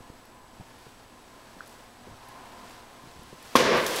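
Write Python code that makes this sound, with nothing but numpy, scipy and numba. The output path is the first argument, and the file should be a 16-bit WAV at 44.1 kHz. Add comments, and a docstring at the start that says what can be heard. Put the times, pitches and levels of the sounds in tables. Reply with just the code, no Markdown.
"""A bang in a bare room

Close on a camera's microphone, carried through an unfinished room: soft steps, bumps on the case,
rubbing clothes, and a drone in the distance. One hard bang, like a blow on a board, rings between the
walls; the gain control ducks it and swells back into the echo. Clothes swish sharply just after."""
import sys
import numpy as np
from scipy import signal
from scipy.fft import rfft, irfft
from scipy.io import wavfile
from numba import njit

SR = 44100
rng = np.random.default_rng(int(sys.argv[2]) if len(sys.argv) > 2 else 0)


def generate_wav(sig):
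    """Save sig (samples, or channels by samples) to the path in sys.argv[1] as 16-bit PCM at SR."""
    pcm = np.round(np.clip(np.atleast_2d(sig).T, -1, 1) * 32767).astype(np.int16)
    wavfile.write(sys.argv[1], SR, pcm)


N = 176400
BANG_S = 3.5537


def undb(db):
    """Decibels to gain."""
    return 10 ** (np.asarray(db) / 20)


def unit(x):
    """Scale to rms 1."""
    return x / np.sqrt(np.mean(x ** 2))


def clock():
    """Time of every sample in seconds."""
    return np.arange(N) / SR


def curve(rows):
    """Gain along (t/s, level/dB) points."""
    return undb(np.interp(clock(), *np.array(rows).T))


def over_pitch(points, values):
    """Join values at f/Hz points by straight lines in log frequency, one result per FFT bin."""
    hz = np.arange(N // 2 + 1) * SR / N
    return np.interp(np.log(hz + 1e-9), np.log(points), values)


def noise(spectrum):
    """Noise of rms 1, coloured by (f/Hz, level/dB) points."""
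    colour = undb(over_pitch(*np.array(spectrum).T))
    return unit(irfft(rfft(rng.standard_normal(N)) * colour, N))


def wander(rate_hz):
    """Smooth random drift with a spread near 1."""
    return np.interp(clock() * rate_hz, np.arange(N), rng.standard_normal(N))


def fade(start, t60):
    """A sudden start and an exponential decay."""
    age = clock() - start
    return (age >= 0) * np.exp(-np.log(1000) * np.maximum(age, 0) / t60)


def pulses(rows, t60):
    """One decaying envelope for each (t/s, level/dB) row, summed."""
    return sum(undb(db) * fade(start, t60) for start, db in rows)


def ring(start, hz, t60, phase=0):
    """One struck mode."""
    return fade(start, t60) * np.sin(2 * np.pi * hz * (clock() - start) + phase)


def drone():
    """Far off: a drone coloured by the bare room, with a wavering whine in it."""
    # level at the microphone, louder in the doorway: t/s, level/dB
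    loudness = [(0, -55), (1, -56), (1.4, -54), (2, -53.5), (2.3, -49.5), (2.65, -50.5), (3, -54),
                (3.5, -55.5)]
    # drone spectrum: f/Hz, level/dB
    colour = [(100, -8.5), (200, -8.5), (245, -2), (340, -5.5), (550, -5), (750, -2), (870, 0.5), (975, 2),
              (1020, 5.5), (1060, 0), (1160, -4.5), (1500, -8.5), (1720, -7.5), (1950, -15), (3000, -21),
              (8000, -58)]
    # whining tones: f/Hz, level/dB re the drone
    tones = [(985, -12), (1057, -11.5)]
    room = rfft(rng.standard_normal(N) * fade(0, t60=0.72))
    whine, waver_hz = 0, 14
    for hz, db in tones:
        gain = undb(db + 2.9 * wander(15))
        pitch = hz + waver_hz * wander(40)
        whine += gain * np.sin(2 * np.pi * np.cumsum(pitch) / SR)
    level = curve(loudness) * undb(wander(10))  # wavers by about 1 dB
    roar = unit(irfft(rfft(noise(colour)) * room, N))
    return level * (roar + whine)


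def room_tone():
    """All around: still air, faint mains hum and a thin high whine."""
    # hum and whine: f/Hz, level/dB rms
    tones = [(119.7, -69), (240, -66.5), (7857, -73), (7935, -84)]
    # air spectrum: f/Hz, level/dB
    air = [(20, 3.5), (60, -1.5), (120, -2.5), (160, -6.5), (260, -0.5), (500, -7.5), (1500, -27),
           (5000, -28.5), (10000, -26), (15500, -33.5)]
    hum = sum(undb(db) * np.sin(2 * np.pi * hz * clock() + 0.93 * wander(6)) for hz, db in tones)
    return undb(-57) * noise(air) + np.sqrt(2) * hum


def clothes():
    """Close by: cloth rubs and ticks; a fast sleeve scrapes and swishes in coarser grains."""
    # steady rubbing: t/s, level/dB
    rub_level = [(0, -57), (.28, -58), (.42, -60), (.6, -56.5), (.86, -54.5), (1.06, -57.5), (1.5, -55),
                 (1.72, -54.5), (1.95, -56.5), (2.35, -53.5), (2.6, -53), (2.71, -50), (2.85, -55),
                 (3.36, -52.5), (3.45, -50), (3.55, -47.5), (3.87, -35.5), (3.96, -30.5), (4, -30.5)]
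    # its spectrum: f/Hz, level/dB
    rub_colour = [(100, -11.5), (500, 3), (1600, -1), (2500, -2.5), (4500, -4.5), (7000, -10), (11000, -14),
                  (15500, -21.5)]
    rub = curve(rub_level) * undb(wander(245.4)) * noise(rub_colour)
    # sleeve moving after the bang: t/s, level/dB
    sleeve_level = [(3.4, -88), (3.45, -59), (3.6, -62), (3.76, -47.5), (3.85, -49), (3.92, -51),
                    (3.97, -43), (4, -55)]
    # quick swishes: t/s, level/dB, t60/s
    swishes = [(1.66, -57.5, 0.71), (3.77, -39, 0.039), (3.864, -31, 0.078), (3.877, -41, 0.14),
               (3.909, -46, .08), (3.9595, -31, 0.046), (3.984, -49, 0.087)]
    # bright spectrum of both: f/Hz, level/dB
    swish_colour = [(200, -16), (1500, -7), (4500, 0), (8000, -2.5), (12000, -3.5), (15500, -10)]
    strokes = curve(sleeve_level) + sum(undb(db) * fade(start, t60) for start, db, t60 in swishes)
    sleeve = strokes * undb(3 * wander(904)) * noise(swish_colour)
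    # small ticks: t/s, relative level/dB
    tick_times = [(.255, -46), (.788, -48), (1.6755, -39), (2.2875, -41), (3.234, -46), (3.427, -41)]
    # their spectrum: f/Hz, level/dB
    tick_colour = [(2000, -30), (7000, -16), (9500, 3), (12500, 1), (15500, -12)]
    ticks = noise(tick_colour) * pulses(tick_times, t60=0.014) / 2
    return rub + sleeve + ticks


def handling():
    """Right at the microphone: the hand bumps the case dully and rumbles as its grip shifts."""
    # bumps on the case: t/s, relative level/dB
    bumps = [(.0065, -37), (.101, -36.5), (.533, -43), (0.599, -31.5), (0.6086, -33), (2.094, -51),
             (2.118, -38), (3.073, -38), (3.1639, -36), (3.194, -35.5), (3.225, -41.5)]
    # shifts of grip: t/s, level/dB
    grips = [(.525, -56), (2.085, -44.5), (3.16, -54), (3.219, -51)]
    thuds = sum(2 * undb(db) * ring(start, hz=149, t60=0.01) for start, db in bumps)
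    rumble = noise([(25, -6), (110, 1), (250, -19), (800, -28), (5000, -70)])
    return thuds + rumble * pulses(grips, t60=0.27)


def footsteps():
    """Below the microphone: each soft footfall knocks and scuffs briefly."""
    # footfalls: t/s, level/dB, knock f/Hz
    steps = [(0.101, -41, 328), (.6082, -36, 763), (0.8668, -39, 426), (1.566, -37, 262), (2.072, -38, 380),
             (2.078, -40, 487), (2.631, -43, 247), (3.034, -38, 290), (3.055, -41, 315), (3.3283, -34, 378)]
    scuff = undb(-11.5) * noise([(40, -29), (150, 16), (450, -3), (1000, -3), (4000, -34), (15000, -50)])
    return sum(undb(db) * (ring(start, hz, t60=0.022) + scuff * fade(start, t60=0.12))
               for start, db, hz in steps)


def squeak():
    """One very short handling squeak and the room's faint answer."""
    start, hz, length_s = 1.6056, 1460, 0.004
    age = clock() - start
    window = np.sin(np.pi * np.clip(age / length_s, 0, 1)) ** 2
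    tone = window * np.sin(2 * np.pi * hz * age)
    room = noise([(700, -35), (1250, 0), (1700, 4), (2600, -39), (9000, -60)])
    return undb(-27.5) * (tone + undb(-26) * fade(start, t60=0.25) * room)


def bang():
    """A hard blow rings a board's short modes, which radiate little bass; near walls slap back."""
    # board modes: f/Hz, relative level/dB, t60/s
    modes = [(242, -2, 0.031), (527, -0.5, 0.019), (1064, 0, 0.045), (1263, -18, .04), (2330, -29, 0.052),
             (3330, -15, 0.089)]
    # crack spectrum: f/Hz, level/dB
    crack_colour = [(100, -12), (300, -2.5), (1200, 1), (3300, -3), (5600, -7.5), (8000, -16), (12000, -15),
                    (15500, -30)]
    # first reflections: t/s, level/dB re the crack
    slaps = [(3.5582, 3.5), (3.5616, 8.5), (3.5671, 3), (3.568, 4)]
    contact_s = 0.0042
    push = np.clip((clock() - BANG_S) / contact_s, 0, 1)
    board = sum((-1) ** k * undb(db) * ring(BANG_S, hz, t60) for k, (hz, db, t60) in enumerate(modes))
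    radiated = signal.sosfilt(signal.butter(2, 158, "high", fs=SR, output="sos"), push * board)
    burst = push * fade(BANG_S, t60=0.17) + pulses(slaps, t60=0.01)
    return undb(8) * radiated + undb(-8) * burst * noise(crack_colour)


def echo():
    """Off the bare walls: dense reflections build up and die away, treble first, over standing waves."""
    # diffuse echo bands: f/Hz, relative level/dB at the start, t60/s
    bands = [(50, -27, 1), (99, -18.5, 0.72), (172, -5, 0.65), (240, -6, 0.69), (288, -5.5, 0.6),
             (390, -4.5, 0.96), (508, 1, 0.87), (775, -13, 0.86), (1100, -4.5, 0.89), (1290, -11.5, 0.74),
             (1650, -8.5, 0.82), (3200, -14, .65), (5630, -15, 0.5), (8040, -23, 0.38), (12000, -27, 0.34),
             (15500, -35, .25)]
    # the echo's lows and mids swell briefly as it dies away: t/s, width/s, lift/dB
    swells = [(3.603, 0.014, 4), (3.668, 0.016, 3), (3.741, 0.034, 4), (3.79, 0.027, 2.5)]
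    # standing waves between the walls: f/Hz, level/dB, t60/s
    modes = [(176.5, -27, 0.7), (227.7, -15, 0.456), (348, -20, 0.72), (400, -17.5, 0.67),
             (469.6, -21, 0.71), (505, -21.5, 0.6), (673, -20, 0.76), (892, -20, 0.61), (991, -26.5, 0.85),
             (1075, -29, 0.45), (1427, -26, .75), (1560, -26, 1), (1730, -31, 0.86), (2120, -26, 0.8),
             (3500, -26.5, 0.76), (4440, -37, .55), (5750, -22.5, 0.41)]
    build_s, swell_top_hz = 0.0073, 4500
    centres, levels, decays = np.array(bands).T
    wash = rfft(noise(np.c_[centres, levels]))
    swell_db = sum(db * np.exp(-((clock() - at) / width) ** 2) for at, width, db in swells)
    tail = 0
    for weights, hz, t60 in zip(np.eye(len(centres)), centres, decays):
        band = irfft(wash * over_pitch(centres, weights), N)
        lift = undb(swell_db / (1 + (hz / swell_top_hz) ** 2))
        tail += band * fade(BANG_S, t60) * lift
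    standing = sum(undb(db) * ring(BANG_S, hz, t60, rng.uniform(0, 2 * np.pi)) for hz, db, t60 in modes)
    build = 1 - np.exp(-(np.maximum(clock() - BANG_S, 0) / build_s) ** 2)
    return build * (undb(-6) * tail + standing)


def scene():
    """Everything that reaches the one microphone."""
    walker = clothes() + handling() + footsteps() + squeak()
    return (drone() + room_tone() + walker + bang() + echo())[None]


@njit
def duck(excess, attack, release):
    """Gain reduction in dB: rises quickly toward the excess level, falls at a steady rate."""
    out, cut = np.empty(len(excess)), 0.
    for i in range(len(excess)):
        if excess[i] > cut:
            cut += (excess[i] - cut) * attack
        else:
            cut = max(cut - release, 0.)
        out[i] = cut
    return out


def record(dry):
    """Automatic gain control lets the first crack through to clip, then holds the echo; the top is cut."""
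    limit_db, sense_s, attack_s, release_db_per_s = -14.5, 0.0018, 0.00093, 70.5
    ceiling, top_hz = 0.71, 15700
    pole = np.exp(-1 / (sense_s * SR))
    power = signal.lfilter([1 - pole], [1, -pole], dry[0] ** 2)
    level_db = 10 * np.log10(power + 1e-18)
    cut_db = duck(level_db - limit_db, 1 / (attack_s * SR), release_db_per_s / SR)
    held = np.clip(dry * undb(-cut_db), -ceiling, ceiling)
    return signal.sosfilt(signal.ellip(10, .1, 80, top_hz, fs=SR, output="sos"), held)


dry = scene()
out = record(dry)
generate_wav(out)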